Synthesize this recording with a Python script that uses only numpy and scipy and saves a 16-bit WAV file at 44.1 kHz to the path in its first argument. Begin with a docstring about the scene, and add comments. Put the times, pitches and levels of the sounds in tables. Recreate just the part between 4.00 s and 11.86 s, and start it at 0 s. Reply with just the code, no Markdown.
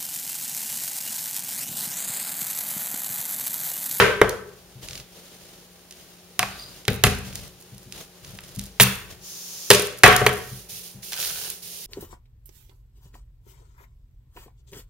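"""Spring-loaded plastic toy animals with suction cups clack on a cloth-covered table.
One lands; a hand sets another down and presses it onto its cup; cups pop loose, and a toy leaps,
crashes and tumbles. Each blow rings a hollow plastic body and thumps the table. The toy nudges a
plastic packet, which slides off the edge. The place is a small, hard room with a faint hum.
Heard in stereo from close by, the toys a little to the right; the loudest blows overload the mics."""
import sys
import numpy as np
from scipy import signal
from scipy.fft import rfft, irfft, next_fast_len
from scipy.io import wavfile
from scipy.ndimage import map_coordinates

SR = 44100
rng = np.random.default_rng(int(sys.argv[2]) if len(sys.argv) > 2 else 0)


def store_pcm(level_fs):
    """Save levels as 16-bit WAV."""
    pcm = np.round(np.clip(level_fs, -1, 1) * 32767).astype(np.int16)
    wavfile.write(sys.argv[1], SR, np.atleast_2d(pcm).T)


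N = 346626
TIME = np.arange(N) / SR
AGE = np.arange(SR * 3 // 4) / SR  # seconds since a contact
TOP_HZ = 15850

# A toy falls or tumbles. Each row: start in seconds, strength in dB, the clack's upper edge in Hz,
# hollow ring in dB, table thump in dB. Levels in all tables are relative.
LANDINGS = [(-.03, 6, 2700, 3.5, -15.5), (0.215, -4.5, 1664, -4, -20.5), (6.035, 9, 2700, -3.5, -13.5),
            (6.079, -19, 1500, -10, -19.5), (6.127, -17, 2840, -28, -28), (6.215, -22, 1773, -14.5, -23.5),
            (6.264, -8.5, 2883, -10.5, -22.5)]
# A toy is forced onto its cup. Each row: start in seconds, strength in dB, upper edge in Hz,
# snap in dB, push on the table in dB, wait until it settles in seconds, settling clack in dB.
PRESSES = [(2.3923, -17.5, 3130, -9, -36, 0.0365, -18.5), (2.88, -17, 4000, -17.5, -19.5, 0.028, -40),
           (3.0377, -9.5, 3270, -2, -14, 0.028, -18.5)]
# A cup lets go. 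Each row: start in seconds, strength in dB, upper edge in Hz, then snap,
# hollow ring, table thump and coil ring, all in dB.
RELEASES = [(4.799, -5.5, 3860, -6, -17, -18, -16), (5.703, -4, 3780, 8, -3, -22.5, -16.5)]
# Blows on the rim of a base. Each row: start in seconds, ring in dB.
RIM_BLOWS = [(2.393, -20), (3.038, -18), (6.036, 1), (6.264, -21)]
# The flying toy knocks on its spring. Each row: start in seconds, click in dB, hollow ring in dB.
RATTLES = [(5.733, -10, -26), (5.747, -9.5, -23), (5.795, -18, -29)]
# Jolts to the coils. Each row: start in seconds, level in dB.
JOLTS = [(3.039, -16.5), (4.809, -17.5), (5.709, -9), (6.042, -11.5), (6.265, -19)]
# Clicks of coils, cup rims, plastic and packet. Each row: start in seconds, level in dB, centre in Hz.
TICKS = [(0.293, -11.5, 7020), (1.9092, -26, 4930), (1.9234, -30, 4180), (2.8518, -23.5, 3500),
         (3.327, -28.5, 2500), (3.3547, -15.5, 6000), (3.9233, -20.5, 4420), (4.247, -29, 3500),
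         (4.3878, -23, 1900), (4.56, -26, 6910), (4.593, -15.5, 5830), (6.078, -8.5, 10000),
         (6.163, -2, 7500), (7.501, -12.5, 10000)]
# The spring creaks, held down or in flight. Each row: start and end in seconds, mean level in dB,
# centre in Hz.
CREAKS = [(3.32, 3.9, -35, 8000), (4.3, 4.7, -32, 7000), (5.8, 6.0, -28, 11000)]
# Coils chatter or a cup's rim creeps. Each row: start and end in seconds, slips per second,
# level in dB, centre in Hz.
SLIP_RUNS = [(0.886, 1.005, 44, -31, 4050), (2.902, 2.969, 103, -33, 11000),
             (3.334, 3.427, 62, -40.5, 6650), (4.588, 4.677, 40, -35, 8500),
             (4.805, 4.836, 240, -7.5, 11900)]
# Finger strokes. Each row: start and length in seconds, rubbing in dB, table rumble in dB.
FINGER_STROKES = [(0.805, 0.19, -42, -47), (1.103, 0.54, -47, -66), (1.939, 0.2, -49, -81),
                  (2.385, 0.42, -45, -53), (3.218, 0.25, -42, -44), (3.92, 0.1, -41, -52),
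                  (4.214, 0.14, -46, -49.5), (4.41, 0.26, -47.5, -53), (5.083, 0.02, -40.5, -41.5)]
# Soft bumps on the table. Each row: start in seconds, level in dB.
BUMPS = [(0.754, -43), (3.72, -40.5), (3.861, -40), (4.326, -41), (4.569, -27), (6.516, -37), (6.719, -48),
         (6.946, -39.5)]
# The packet slides in fits and starts. Each row: start and length in seconds, level in dB.
SLIDES = [(6.03, 0.57, -45.5), (6.683, 0.1, -38.5), (6.825, 0.048, -41.5), (7.019, 0.43, -39),
          (7.185, 0.089, -30), (7.31, 0.21, -38.5), (7.613, 0.52, -40)]
# Snaps of the packet's film. Each row: start in seconds, level in dB.
CRINKLES = [(7.03, -31), (7.122, -26.5), (7.132, -16.5), (7.139, -19.5), (7.175, -22), (7.201, -20.5),
            (7.228, -17.5), (7.248, -17), (7.257, -22), (7.297, -20.5)]

# Modes of a toy's shell (free and held), hollow body, base and coils, and of the table.
# Each row: frequency in Hz, level in dB, time to fall 60 dB in seconds.
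SHELL_MODES = [(988, -13, 0.14), (1121, -11, 0.22), (1330, -14, 0.18), (1538, -10, 0.15), (1859, -14, 0.16),
               (2115, -14, 0.13), (2352, -12, 0.14), (3150, 6, 0.012)]
HELD_SHELL_MODES = [(780, 0, 0.018), (1560, -8, 0.025), (2560, 3, 0.018), (3800, 2, 0.012)]
HOLLOW_MODES = [(416, -13, 0.24), (428, 5, 0.05), (448, -13, 0.2), (476, 1, 0.06), (591, -5, 0.07)]
BASE_MODES = [(735, 0, 0.12), (1150, -3, 0.03)]
COIL_MODES = [(2700, 9, 0.012), (3370, -10, 0.2), (3500, 5, 0.014), (4437, -15, 0.22)]
TABLE_MODES = [(52, -12.5, 0.78), (78.9, -14.5, 0.53), (109.6, 2, 0.14), (125.2, 2.5, 0.28),
               (194.6, -2, 0.32), (245.7, -10, 0.21)]

# Noise spectra of spring, cup, fingers, packet, table and room.
# Each row: frequency in Hz, spectral density in dB.
SPRING_RUB = [(3000, -27), (3900, -15), (4900, -12), (5400, -27), (7000, -32), (9200, -27), (15000, -33)]
CUP_LEAK = [(1180, -11), (2000, -10.5), (2790, -5), (4510, 0), (6040, 5.5), (7110, 3), (7810, -2),
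            (15500, -3.5)]
FINGER_RUB = [(350, -3.5), (600, -3.5), (843, -11.5), (2500, -11.5), (3000, -7.5), (3500, -9.5),
              (6300, -10.5), (7850, -12), (15500, -16.5)]
PACKET_HISS = [(180, -35.5), (300, -27.5), (384, -3.5), (1070, -22.5), (2830, -5.5), (5850, -2), (7880, -5),
               (9760, -2.5), (15500, -5)]
EDGE_SCRAPE = [(250, -15), (420, -4.5), (900, -4.5), (1200, -9), (1500, 4), (1950, -8.5), (2800, 0),
               (6500, -5), (15500, -7)]
TABLE_RUMBLE = [(20, -18), (48, -3), (70, -8.5), (150, -3.5), (700, -87)]
ROOM_NOISE = [(25, -6), (55, 0), (150, -1), (260, -7), (420, 0), (900, -11), (2000, -13), (4500, -14),
              (15500, -18)]

# The room's hum. Each row: frequency in Hz, level in dB.
HUM_TONES = [(177.6, -60), (366.1, -65.5), (802.1, -72)]
# The room's decay. Each row: frequency in Hz, time to fall 60 dB in seconds.
ROOM_DECAY = [(100, 1), (260, 0.6), (700, 0.54), (1840, 0.54), (4850, 0.47), (12800, 0.49)]
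# Reflections off the walls. Each row: frequency in Hz, gain in dB.
WALL_GAIN = [(100, -4), (400, 0.5), (1500, 11.5), (4000, 6.5), (12000, -1)]
# Width of diffuse sound at the mics. Each row: frequency in Hz, side minus mid in dB.
STEREO_WIDTH = [(300, -10), (1000, -4.5), (2000, -4.5), (4000, -0.5)]


def landings(usual_edge_hz=2380, snap_db_per_octave=9, rebound_s=0.028, rebound_db=-16):
    """A falling toy strikes, then its other end does, more softly; harder contacts snap more."""
    out = np.zeros((2, N))
    for s, db, edge_hz, hollow_db, table_db in LANDINGS:
        snap_db = db - 4 + snap_db_per_octave * np.log2(edge_hz / usual_edge_hz)
        add(out, s, contact(db, edge_hz, snap_db, hollow_db, table_db))
        rebound = contact(db, edge_hz * 0.87, snap_db - 12, hollow_db, table_db)
        add(out, s + rebound_s, amp(rebound_db) * rebound)
    return out


def presses(settle_edge_hz=2400):
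    """A held toy clacks down, then settles more softly; the fingers cut its ring short."""
    held = dict(modes=HELD_SHELL_MODES, shell_db=-6, low_share=0.26, snap_edge_hz=13000, snap_t60=0.0085)
    out = np.zeros((2, N))
    for s, db, edge_hz, snap_db, push_db, wait_s, settle_db in PRESSES:
        add(out, s, contact(db, edge_hz, snap_db, push_db - 1, push_db, **held))
        settle = contact(settle_db, settle_edge_hz, settle_db - 5, push_db - 4, push_db - 3, **held)
        add(out, s + wait_s, settle)
    return out


def releases(spring_open_s=0.0094, stop_edge_hz=4500, room_db=-8):
    """A cup pops off the table; the spring then hits its stop with a brighter clack, and rings."""
    toy = dict(shell_db=-14, room_db=room_db)
    out = np.zeros((2, N))
    for s, db, edge_hz, snap_db, hollow_db, table_db, coils_db in RELEASES:
        pop = contact(db, edge_hz, snap_db, hollow_db, table_db, low_share=0.16, **toy)
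        stop = contact(db - 6, stop_edge_hz, db + 3, hollow_db - 8, table_db - 6, **toy)
        coils = amp(coils_db) * in_room(ring(COIL_MODES), room_db)
        add(out, s, pop)
        add(out, s + spring_open_s, stop + coils)
    return out


def contact(clack_db, edge_hz, snap_db, hollow_db, table_db, modes=SHELL_MODES, shell_db=-12,
            room_db=-7, low_share=0.3, snap_edge_hz=12500, snap_t60=0.0069):
    """One blow cracks, rings the toy's shell and hollow body, and thumps the table."""
    # soft contacts spare the high modes
    shell = [(hz, db - 10 * np.log10(1 + (hz / edge_hz) ** 4), t60) for hz, db, t60 in modes]
    body = amp(clack_db + shell_db) * ring(shell) + amp(table_db) * thump()
    body += amp(hollow_db) * ring(HOLLOW_MODES) * onset(0.0038)
    clack = amp(clack_db) * crack(edge_hz * low_share, edge_hz, t60=0.029, room_db=room_db)
    snap = amp(snap_db) * crack(2800, snap_edge_hz, snap_t60, room_db, order=2)
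    return in_room(body, room_db) + amp(6) * (clack + snap)


def base_rings():
    """A toy's round base rings from a blow on its rim."""
    out = np.zeros((2, N))
    for s, db in RIM_BLOWS:
        add(out, s, amp(db) * in_room(ring(BASE_MODES), room_db=-7))
    return out


def rattles():
    """The leaping toy shakes on its spring: each knock clicks and rings the hollow body anew."""
    out = np.zeros((2, N))
    for s, click_db, hollow_db in RATTLES:
        add(out, s, amp(click_db) * crack(low_hz=2800, edge_hz=10500, t60=0.024, room_db=-6))
        add(out, s, amp(hollow_db) * in_room(ring(HOLLOW_MODES), room_db=-6))
    return out


def jangle(length_s=0.17, sag_db_per_s=85, centre_hz=10300, scatter_db=5, taps=16):
    """After a jolt the coils tap each other, ever more rarely and faintly."""
    out = np.zeros((2, N))
    for s, db in JOLTS:
        for when, force in rng.random((taps, 2)):
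            age = length_s * when ** 2
            tap_db = db - sag_db_per_s * age + scatter_db * (2 * force - 1)
            tap = crack(centre_hz * .85, centre_hz * 1.15, t60=.009, room_db=-11)
            add(out, s + age, amp(tap_db) * tap)
    return out


def ticks_and_creaks(scatter_db=4, clicks_per_creak=10):
    """Light contacts click without ringing; the strained spring creaks in random clicks."""
    clicks = list(TICKS)
    for start, end, db, hz in CREAKS:
        for when, force, pitch in rng.random((clicks_per_creak, 3)):
            s = start + (end - start) * when
            clicks.append((s, db + scatter_db * (2 * force - 1), hz * 2 ** (pitch - .5)))
    out = np.zeros((2, N))
    for s, db, hz in clicks:
        add(out, s, amp(db - 4) * crack(hz * .6, hz * 1.8, t60=0.014, room_db=-5, order=2))
    return out


def slips():
    """Coils and cup rims catch and slip in quick, even runs."""
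    out = np.zeros((2, N))
    for start, end, rate, db, hz in SLIP_RUNS:
        for s in np.arange(start, end, 1 / rate):
            gain = amp(db + 6 + 1.5 * rng.normal())
            add(out, s, gain * crack(hz * .6, hz * 1.7, t60=.011, room_db=-8))
    return out


def spring_squeak(start_s=2.585, top_hz=4815, rise_hz=300, rise_s=0.008):
    """The spring rubs under the hand and gives one thin, rising squeak."""
    rub = friction(SPRING_RUB, grain_db=2, grain_rate=120)
    squeeze = stroke(start=2.45, length=0.22, attack_s=0.1, release_s=0.4, sag_db_per_s=4)
    age = np.maximum(TIME - start_s, 0)
    pitch_hz = top_hz - rise_hz * np.exp(-age / rise_s) + 32 * wobble(400)
    phase = 2 * np.pi * np.cumsum(pitch_hz) / SR
    rasp = (np.sin(phase) + amp(-18) * np.sin(2 * phase)) * amp(5.3 * wobble(460))
    squeak = rasp * stroke(start_s, length=0.05, attack_s=0.009, release_s=0.35, sag_db_per_s=-13)
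    return amp(-47) * squeeze * rub + amp(-45) * squeak


def cup_leak(start_s=5.2):
    """Air hisses under the last cup, swelling until it lets go."""
    pop_s = RELEASES[-1][0]
    swell = stroke(start_s, pop_s - start_s, attack_s=0.069, release_s=0.06, sag_db_per_s=-6.5)
    return amp(-38.5) * swell * diffuse(CUP_LEAK, N)


def hand(attack_s=0.029, release_s=0.27):
    """Fingers grip lightly and stroke over plastic and cloth; the table rumbles with each stroke."""
    rub = amp(-55) * stroke(0.45, 4.8, attack_s, release_s, sag_db_per_s=0)  # the long, light grip
    rumble = np.zeros(N)
    for start, length, rub_db, rumble_db in FINGER_STROKES:
        move = stroke(start, length, attack_s, release_s, sag_db_per_s=6)
        rub = np.maximum(rub, amp(rub_db) * move)
        rumble += amp(rumble_db) * move
    unsteady = amp(-1.04 * wobble(31))
    rubbing = unsteady * rub * friction(FINGER_RUB, grain_db=1.56, grain_rate=160)
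    return rubbing + rumble * diffuse(TABLE_RUMBLE, N)


def bumps():
    """Soft pushes only thump the table."""
    out = np.zeros((2, N))
    for s, db in BUMPS:
        add(out, s, amp(db) * thump()[None])
    return out


def thump():
    """The table's dull answer to a push."""
    return ring(TABLE_MODES) * onset(0.0062)


def packet():
    """Right of centre, the plastic packet slides across the cloth and scrapes over the edge."""
    moves = [amp(db) * stroke(start, length, attack_s=0.016, release_s=0.43, sag_db_per_s=-3.5)
             for start, length, db in SLIDES]
    speed = np.linalg.norm(moves, axis=0)
    over_edge = stroke(start=7.11, length=0.4, attack_s=0.012, release_s=0.2, sag_db_per_s=16)
    hiss = speed * friction(PACKET_HISS, grain_db=0.66, grain_rate=170)
    scrape = amp(-36) * over_edge * friction(EDGE_SCRAPE, grain_db=4.0, grain_rate=480)
    rumble = amp(-22) * speed * diffuse(TABLE_RUMBLE, N)
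    return amp([[.5], [4]]) * (hiss + scrape) + rumble


def crinkles():
    """The packet's film buckles in dry snaps as it bends over the edge."""
    out = np.zeros((2, N))
    for s, db in CRINKLES:
        add(out, s, amp(db) * crack(low_hz=2400, edge_hz=6500, t60=0.0096, room_db=-6))
    return out


def room_tone():
    """Behind the table: soft room noise and a slightly unsteady hum."""
    hum = np.zeros(N)
    for hz, db in HUM_TONES:
        peak = np.sqrt(2) * amp(db + 1.2 * wobble(9.0))
        hum += peak * np.sin(2 * np.pi * hz * TIME + 0.38 * wobble(1.4))
    return amp(-53) * diffuse(ROOM_NOISE, N) + hum


def walls():
    """The hard room's dense stereo answer to a click, drawn anew each time."""
    hz, t, spectra = signal.stft(diffuse([(1, 0), (TOP_HZ, 0)], len(AGE)), SR, nperseg=256)
    decay = amp(-60 * t / along(ROOM_DECAY, hz)[:, None])
    tail = signal.istft(spectra * decay, SR, nperseg=256)[1][:, :len(AGE)]
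    return filtered(tail / np.linalg.norm(tail[0]), lambda f: amp(along(WALL_GAIN, f))) * onset(0.0015)


def in_room(x, room_db):
    """A sound reaches the mics directly and off the walls."""
    return from_right(x) + amp(room_db) * signal.fftconvolve(x[None], walls(), axes=1)[:, :len(x)]


def from_right(x):
    """The treble reaches the left mic later and weaker."""
    right = lambda f: (amp(2.4) * np.exp(.9j)) ** (f ** 2 / (f ** 2 + 2800 ** 2))
    return filtered(x, lambda f: np.array([1 / right(f), right(f)]))


def bounced(x, count=2, echo_db=-11):
    """The tabletop and nearby toys throw back quick echoes that colour each crack differently."""
    delays_s = rng.uniform(.0002, .0011, count)
    comb = lambda f: 1 + amp(echo_db) * np.exp(-2j * np.pi * np.outer(delays_s, f)).sum(0)
    return filtered(x, comb) / np.sqrt(1 + count * amp(echo_db) ** 2)


def crack(low_hz, edge_hz, t60, room_db, order=3, size=4096):
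    """A contact's burst, even from low_hz to edge_hz; the room scatters it into a smooth wash."""
    band = np.vstack([signal.butter(2, low_hz, 'high', fs=SR, output='sos'),
                      signal.butter(order, min(edge_hz, TOP_HZ), fs=SR, output='sos')])
    envelope = amp(-60 * AGE / t60) * onset(0.00036)
    phases = np.angle(rfft(envelope[:size] * rng.standard_normal(size), 2 * size))
    flat_burst = irfft(np.exp(1j * phases))[:size]
    burst = signal.sosfilt(band, np.pad(flat_burst, (0, len(AGE) - size)))
    direct = from_right(bounced(burst / np.linalg.norm(burst)))
    wash = amp(room_db) * signal.sosfilt(band, walls())
    return np.linalg.norm(envelope) * (direct + wash)


def ring(modes):
    """Damped modes, struck at slightly new strengths and pitches each time."""
    struck = [(hz * (1 + .004 * rng.normal()), db + 2.2 * rng.normal(), t60) for hz, db, t60 in modes]
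    return sum(amp(db - 60 * AGE / t60) * np.sin(2 * np.pi * hz * AGE) for hz, db, t60 in struck)


def friction(spectrum, grain_db, grain_rate):
    """Rubbing noise that catches and slips in tiny grains."""
    return unit(diffuse(spectrum, N) * amp(grain_db * wobble(grain_rate)))


def diffuse(spectrum, n):
    """Coloured noise of rms 1: alike at both mics in the bass, unrelated in the treble."""
    gains = lambda hz: amp([along(spectrum, hz), along(spectrum, hz) + along(STEREO_WIDTH, hz)])
    mid, side = filtered(rng.standard_normal((2, n)), gains)
    return unit(np.array([mid + side, mid - side]))


def stroke(start, length, attack_s, release_s, sag_db_per_s):
    """Envelope of one movement: it rises, sags (or swells, if the sag is negative), then dies away."""
    t = TIME - start
    fall_db = sag_db_per_s * np.clip(t, 0, length) + 60 * np.maximum(t - length, 0) / release_s
    return np.clip(t / attack_s, 0, 1) * amp(-fall_db)


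def onset(rise_s):
    """A smooth rise from 0 to 1 after a contact."""
    return 1 - np.exp(-AGE / rise_s)


def wobble(rate):
    """A smooth random curve, rate knots a second."""
    return map_coordinates(rng.standard_normal(int(N * rate / SR) + 4), [TIME * rate])


def filtered(x, response):
    """Filter x by a gain given as a function of Hz."""
    n = x.shape[-1]
    padded = next_fast_len(n + 4096)
    return irfft(rfft(x, padded) * response(np.fft.rfftfreq(padded, 1 / SR)), padded)[..., :n]


def along(points, hz):
    """Read (Hz, value) points on a log axis."""
    knots_hz, values = np.transpose(points)
    return np.interp(np.log(hz + 1), np.log(knots_hz + 1), values)


def amp(db):
    """Decibels to gain."""
    return 10 ** (np.asarray(db) / 20)


def unit(x):
    """Scale to rms 1."""
    return x / np.sqrt(np.mean(x ** 2) + 1e-20)


def add(track, s, sound):
    """Mix a sound in at s seconds."""
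    start = round(s * SR)
    part = sound[:, max(-start, 0):N - start]
    track[:, max(start, 0):][:, :part.shape[1]] += part


def scene():
    """Everything on and around the table, as it arrives at the mics."""
    blows = landings() + presses() + base_rings() + releases() + rattles()
    small_sounds = ticks_and_creaks() + slips() + jangle() + spring_squeak() + cup_leak()
    return blows + small_sounds + hand() + bumps() + packet() + crinkles() + room_tone()


def record(dry, low_cut_hz=36, notch_hz=7850, notch_width_hz=260, bass_tilt_db=1.44, ceiling=.96):
    """The mics lose both ends of the band, notch the treble, lean left in the bass and overload."""
    notch = lambda f: (notch_hz ** 2 - f ** 2) / (notch_hz ** 2 - f ** 2 + 2j * f * notch_width_hz)
    bass_left = lambda f: amp(np.outer([1, -1], bass_tilt_db / (1 + (f / 800) ** 2)))
    x = signal.sosfilt(signal.butter(3, low_cut_hz, 'high', fs=SR, output='sos'), dry)
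    x = filtered(x, lambda f: notch(f) * bass_left(f))
    x = x / (1 + np.abs(x / ceiling) ** 10) ** (1 / 10)  # loud blows saturate
    return filtered(x, lambda f: np.clip((TOP_HZ - f) / 300 + .5, 0, 1))


dry = scene()
out = record(dry)
store_pcm(out)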